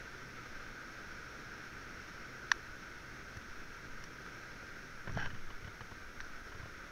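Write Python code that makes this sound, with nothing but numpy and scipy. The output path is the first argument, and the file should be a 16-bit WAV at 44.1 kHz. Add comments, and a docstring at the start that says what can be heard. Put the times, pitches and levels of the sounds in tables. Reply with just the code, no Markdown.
"""At a river bank a small camera in a sealed plastic case hangs on an angler's chest.
The water's rush, noise with a drifting spectrum, comes muffled over low sway noise, a hum, hiss and whine.
A drop clicks on the case: impulses excite its damped modes. Ticks do the same with short noise bursts.
Thuds are decaying sines, low but for one higher knock, and a rub of cloth is stick-slip noise through
resonances with a rumble; these come as the angler swings the rod."""
import sys
import numpy as np
from scipy import signal
from scipy.fft import rfft, irfft, next_fast_len
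from scipy.io import wavfile
from scipy.ndimage import uniform_filter1d

SR = 44100
rng = np.random.default_rng(int(sys.argv[2]) if len(sys.argv) > 2 else 0)


def store_pcm(level_fs):
    """Save levels as 16-bit WAV."""
    pcm = np.round(np.clip(level_fs, -1, 1) * 32767).astype(np.int16)
    wavfile.write(sys.argv[1], SR, np.atleast_2d(pcm).T)


N = 304982


def gain_of(db):
    """Level definition: decibels to an amplitude factor."""
    return 10 ** (np.asarray(db) / 20)


def evened(x):
    """Normalization of signal power: scales to rms 1."""
    return x / np.sqrt(np.mean(x ** 2) + 1e-20)


def read(points, hz):
    """Linear interpolation of a spectrum on a log-frequency axis."""
    f, value = np.transpose(points)
    return np.interp(np.log(hz + 1), np.log(f + 1), value)


def curve(rows, t):
    """Linear interpolation of a (t/s, level/dB) table at the times t."""
    times, level_db = np.transpose(rows)
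    return np.interp(t, times, level_db)


def add(mix, s, sound):
    """Superposition: adds a sound into the mix at s seconds."""
    part = mix[round(s * SR):][:len(sound)]
    part += sound[:len(part)]


def resonate(x, hz, width):
    """Resonance by heterodyning: shifts hz to zero, smooths and shifts back, with gain 1 at the peak."""
    turn = np.exp(2j * np.pi * hz * np.arange(len(x)) / SR)
    r = np.exp(-np.pi * width / SR)
    smooth = signal.lfilter([1 - r], [1, -r], x / turn)
    return 2 * (turn * smooth).real


def coloured(points):
    """Spectral shaping: white noise weighted in frequency gives steady noise of rms 1."""
    size = next_fast_len(N)
    spectrum = rfft(rng.standard_normal(size))
    weight = gain_of(read(points, np.fft.rfftfreq(size, 1 / SR)))
    return evened(irfft(spectrum * weight, size)[:N])


def river(patchy_db=0.5, flicker_db=0.44):
    """Turbulent noise: random short-time spectra with drifting patches and a flicker shared by all bands."""
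    # the rush inside the case: f/Hz, relative spectral density level/dB
    rush_spectrum = [(88, -27), (150, -4), (422, -6), (870, -16), (944, -11), (1090, -16.5), (1230, -4.5),
                     (1550, 1.5), (1710, -7), (2220, -9), (2930, -19.5), (4420, -21.5), (4960, -22),
                     (5560, -14.5), (7600, -39), (9880, -71), (16700, -120)]
    # narrow humps that the case adds: f/Hz, width/Hz, level added at the centre/dB
    case_humps = [(2620, 250, 0.5), (3530, 180, 2), (4220, 150, 2), (5740, 390, -0.5)]
    # level of the rush: t/s, level/dB
    rush_level = [(0.0, -50), (1.5, -49.5), (4.1, -51), (4.45, -50), (5.3, -52.5), (6.92, -51)]
    frames, hz = N // 256 + 5, np.fft.rfftfreq(1024, 1 / SR)
    a, b, patches = rng.standard_normal((frames, 513, 3)).T
    patches = uniform_filter1d(patches, size=10, axis=0)  # over frequency
    patches = evened(uniform_filter1d(patches, size=12, axis=1))  # over time
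    flicker = evened(uniform_filter1d(rng.standard_normal(frames), size=3))
    level_db = curve(rush_level, np.arange(frames) * 256 / SR)
    humps_db = sum(db / (1 + (2 * (hz - f) / width) ** 2) for f, width, db in case_humps)
    colour_db = read(rush_spectrum, hz) + humps_db
    field_db = colour_db[:, None] + level_db - level_db.mean()
    field_db = field_db + patchy_db * patches + flicker_db * flicker
    spectra = (a + 1j * b) * gain_of(field_db)
    rush = signal.istft(spectra, nperseg=1024, noverlap=768)[1][:N]
    return gain_of(level_db.mean()) * evened(rush)


def sway():
    """Slow pressure of air and body sway: low-band noise plus a slower one, amplitude-modulated by heaves."""
    # slow pressure on the microphone: f/Hz, relative spectral density level/dB
    sway_spectrum = [(9, -16), (15, -4.5), (25, -2.5), (50, -8), (100, -10.5), (200, -27.5), (400, -56)]
    # Gaussian swells as the body moves: t/s, level/dB, half length to 1/e/s
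    heave_swells = [(0.59, -59, 0.11), (3.605, -55, .12), (3.95, -50, .12), (5.206, -42.5, 0.18),
                    (5.5, -45.5, 0.091), (6.3, -50, 0.24)]
    sway_db, heave_rest_db = -57.5, -60
    t = np.arange(N) / SR
    heave = coloured([(1, -26), (4, -6), (11, -0.5), (20, -13), (30, -78.5)])  # f/Hz, level/dB
    swell = sum(gain_of(db) * np.exp(-((t - s) / half) ** 2) for s, db, half in heave_swells)
    return gain_of(sway_db) * coloured(sway_spectrum) + (gain_of(heave_rest_db) + swell) * heave


def hum():
    """Pure tone plus narrow-band noise: their beating makes the hum tremble as it sags and fades."""
    hum_hz, start_db, sag_db_per_s = 125.3, -62, 0.8
    fade_s = 5.1  # the fade to silence starts here and takes one second
    t = np.arange(N) / SR
    tone = np.sqrt(2) * np.sin(2 * np.pi * hum_hz * t)
    fuzz = evened(resonate(rng.standard_normal(N), hum_hz, 3.0))
    fade = np.clip(fade_s + 1 - t, 0, 1)
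    return gain_of(start_db - sag_db_per_s * t) * (0.89 * tone + 0.39 * fuzz) * fade


def electronics():
    """Electronic noise floor: the preamplifier's broadband hiss and steady sinusoids of whine."""
    # steady tones: f/Hz, rms level/dB
    whine_tones = [(3208, -82), (6115, -83), (6417, -77.5), (6616, -86), (6718, -85.5), (7219, -98),
                   (9125, -100), (10637, -87), (12828, -96)]
    hiss_db = -71.5
    t = np.arange(N) / SR
    whine = np.zeros(N)
    for hz, db in whine_tones:
        whine += gain_of(db) * np.sqrt(2) * np.sin(2 * np.pi * (hz * t + rng.random()))
    hiss = coloured([(100, 9.4), (7000, 2.0), (16000, 1.0)])  # f/Hz, level/dB
    return gain_of(hiss_db) * hiss + whine


def ring(low_db, mid_db, high_db):
    """Modal impulse response of the case: the place of a blow weights its damped modes; also a jolt."""
    # modes of the case: f/Hz, level/dB, 60 dB decay time/s
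    case_modes = [(1130, -12.5, 0.012), (1583, -9.5, 0.014), (1770, 1.5, 0.0078), (2590, -14.5, 0.017),
                  (2950, -16, 0.014), (3420, -14, 0.0092), (3850, -11.5, 0.014), (4310, -11.5, 0.013),
                  (5150, -14.5, 0.0085), (5740, -9, 0.017)]
    t = np.arange(2000) / SR
    # f/Hz, weight/dB
    place = [(1000, low_db), (1600, 0), (2500, high_db / 2), (3000, mid_db), (3400, high_db / 2),
             (4400, min(high_db, 3)), (5700, high_db)]
    modes = np.zeros(len(t))
    for hz, db, t60 in case_modes:
        modes += gain_of(db + read(place, hz) - 60 * t / t60) * np.sin(2 * np.pi * hz * t)
    # the whole case jolts
    knock = gain_of(low_db - 2.5 - 60 * t / 0.0045) * np.sin(2 * np.pi * 600 * t)
    wall = signal.butter(7, [900, 6050], "band", fs=SR, output="sos")
    return signal.sosfilt(wall, modes), knock


def treble_leak(x):
    """High-pass transmission: only thin treble leaks past the wall."""
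    return signal.sosfilt(signal.butter(4, 8000, "high", fs=SR, output="sos"), x)


def click():
    """Impulsive excitation: a hard click strikes and bounces twice, ringing the case."""
    # contacts: t/s, level/dB, hardness as weight of the middle and upper modes/dB
    contacts = [(2.5162, -20, -4), (2.5168, -16, 3), (2.5179, -19, -14)]
    out = np.zeros(N)
    decay = np.exp(-np.arange(600) / SR / 0.0011)
    for s, db, hard_db in contacts:
        modes, _ = ring(0, hard_db, hard_db)
        add(out, s, gain_of(db) * modes)
        burst = rng.standard_normal(600) * decay
        add(out, s, gain_of(db + hard_db - 30.0) * treble_leak(burst))
    return out


def thuds():
    """Damped oscillation: soft bumps are low sines of a few cycles, with one higher, short knock among them."""
    # bumps against the chest and the knock: t/s, level/dB, f/Hz
    bumps = [(3.369, -32, 97), (5.075, -34, 140), (5.092, -34, 110), (5.108, -39, 119), (5.135, -43, 130),
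             (5.149, -38, 139), (5.164, -25.5, 158), (5.174, -26.5, 684), (5.183, -46, 150),
             (5.27, -39, 130), (5.33, -39, 112), (5.623, -38, 100), (5.647, -34.5, 100), (5.675, -36, 100),
             (5.809, -36, 104), (5.916, -36, 97), (6.205, -46, 60), (6.547, -37, 90), (6.597, -36, 100),
             (6.631, -34.5, 100), (6.658, -39, 100)]
    decay_cycles, shortest_s = 5.5, 0.018  # 60 dB decay time in cycles, and its least value
    out = np.zeros(N)
    t = np.arange(SR // 5) / SR
    for s, db, hz in bumps:
        t60 = max(decay_cycles / hz, shortest_s)
        swell = np.minimum(hz * t / 0.43, 1)  # rises over 0.43 of a cycle
        add(out, s, gain_of(db - 60 * t / t60) * np.sin(2 * np.pi * hz * t) * swell)
    return out


def ticks():
    """Convolution of excitation and impulse response: short bursts of contacts ring the case."""
    # light ticks on the case: t/s, level/dB, colour
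    tick_events = [(3.37, -42.5, "sharp"), (3.42, -43, "middle"), (4.039, -40, "sharp"),
                   (4.263, -40, "even"), (5.073, -33, "dull"), (5.092, -38, "dull"), (5.121, -48, "bright"),
                   (5.136, -50, "bright"), (5.15, -49, "bright"), (5.174, -30.5, "broad"),
                   (5.260, -36.5, "broad"), (5.302, -33.5, "middle"), (5.344, -37, "middle"),
                   (5.359, -42, "middle"), (5.503, -39, "full"), (5.644, -39.5, "middle"),
                   (5.673, -40.5, "full"), (5.807, -36, "full"), (5.913, -39, "dull"),
                   (6.204, -34.5, "even"), (6.209, -45, "bright"), (6.217, -48, "bright"),
                   (6.246, -47, "bright"), (6.518, -43, "full"), (6.547, -42.5, "full"),
                   (6.595, -40, "dull"), (6.627, -42, "dull"), (6.656, -39, "dull")]
    # colours by where a tick lands: weights of low, middle and high modes/dB, treble past the wall/dB,
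    # scrape decay time/s before it is held within 0.1 to 10 ms
    tick_colours = {"dull": (5.5, -8, -16, -30, 0.06), "full": (5, 9.5, -18, -30, 0.1),
                    "middle": (-14, 7, -22, -30, 0.3), "even": (-18, -6, -11, -7, -0.7),
                    "bright": (-15, -5, 10, -8, -0.1), "sharp": (-19, 12, 7, 1, .002),
                    "broad": (3.5, -2, -8.5, -18, -0.4)}
    out = np.zeros(N)
    t = np.arange(600) / SR
    for s, db, colour in tick_events:
        low_db, mid_db, high_db, leak_db, length = tick_colours[colour]
        scrape = rng.standard_normal(600) * np.exp(-t / np.clip(length, 1e-4, 0.01))
        scrape[0] = 2  # a firm first contact
        scrape = scrape / np.linalg.norm(scrape)  # unit energy
        modes, knock = ring(low_db, mid_db, high_db)
        add(out, s, gain_of(db) * signal.fftconvolve(scrape, modes + knock))
        add(out, s, gain_of(db + leak_db) * treble_leak(scrape))
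    return out


def rub(slips_per_s=2400, spread_db=3.0, judder_hz=70.2):
    """Stick-slip friction: random cloth slips excite the case; a low rumble passes through the strap."""
    # resonances of the rub: f/Hz, width/Hz, level/dB
    rub_modes = [(460, 430, -17), (870, 300, -7), (1564, 240, 1.5), (2510, 240, -13), (2980, 240, -12),
                 (4130, 450, -20.5), (5600, 300, -16.5)]
    # rumble through the strap: t/s, level/dB
    strap_level = [(5.03, -79), (5.094, -46), (5.184, -43.5), (5.21, -48), (5.264, -46), (5.302, -57),
                   (5.358, -49), (5.42, -64)]
    # one stroke of cloth swells to its peak, sags, then stops
    peak_s, end_s, peak_db = 5.185, 5.262, -41.5
    swell_db_per_s, sag_db_per_s, stop_db_per_s = 350, 25, 700  # the stop adds to the sag
    t = np.arange(strap_level[0][0], strap_level[-1][0], 1 / SR)
    stroke_db = peak_db - swell_db_per_s * np.maximum(peak_s - t, 0)
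    stroke_db -= sag_db_per_s * np.maximum(t - peak_s, 0)
    stroke_db -= stop_db_per_s * np.maximum(t - end_s, 0)
    strength = gain_of(spread_db * np.minimum(rng.exponential(1, len(t)), 4))
    slips = strength * (rng.random(len(t)) < slips_per_s / SR)
    # the cloth catches and lets go in a quick rhythm
    judder = 1 + 0.24 * np.cos(2 * np.pi * judder_hz * (t - peak_s))
    drive = judder * slips * rng.choice([-1, 1], len(t))
    body = np.zeros(len(t))
    for hz, width, db in rub_modes:
        body += gain_of(db) * evened(resonate(resonate(drive, hz, width), hz, 2 * width))
    # the wall stops the treble
    body = signal.sosfilt(signal.butter(6, 6400, fs=SR, output="sos"), body)
    rumble = evened(resonate(resonate(rng.standard_normal(len(t)), 86, 170), 86, 170))
    both = gain_of(stroke_db) * evened(body) + gain_of(curve(strap_level, t)) * rumble
    out = np.zeros(N)
    add(out, t[0], both * signal.windows.tukey(len(t), 0.1))  # soft ends
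    return out


def scene():
    """Superposition: all sources add at the one microphone."""
    steady = river() + sway() + hum() + electronics()
    handling = click() + thuds() + ticks() + rub()
    return (steady + handling)[None]


def record(dry):
    """Band limitation: the recorder's linear-phase low-pass."""
    edge_hz = 15750
    low_pass = signal.firwin(511, edge_hz, window=("kaiser", 9), fs=SR)
    return signal.oaconvolve(dry, low_pass[None], "same")


dry = scene()
out = record(dry)
store_pcm(out)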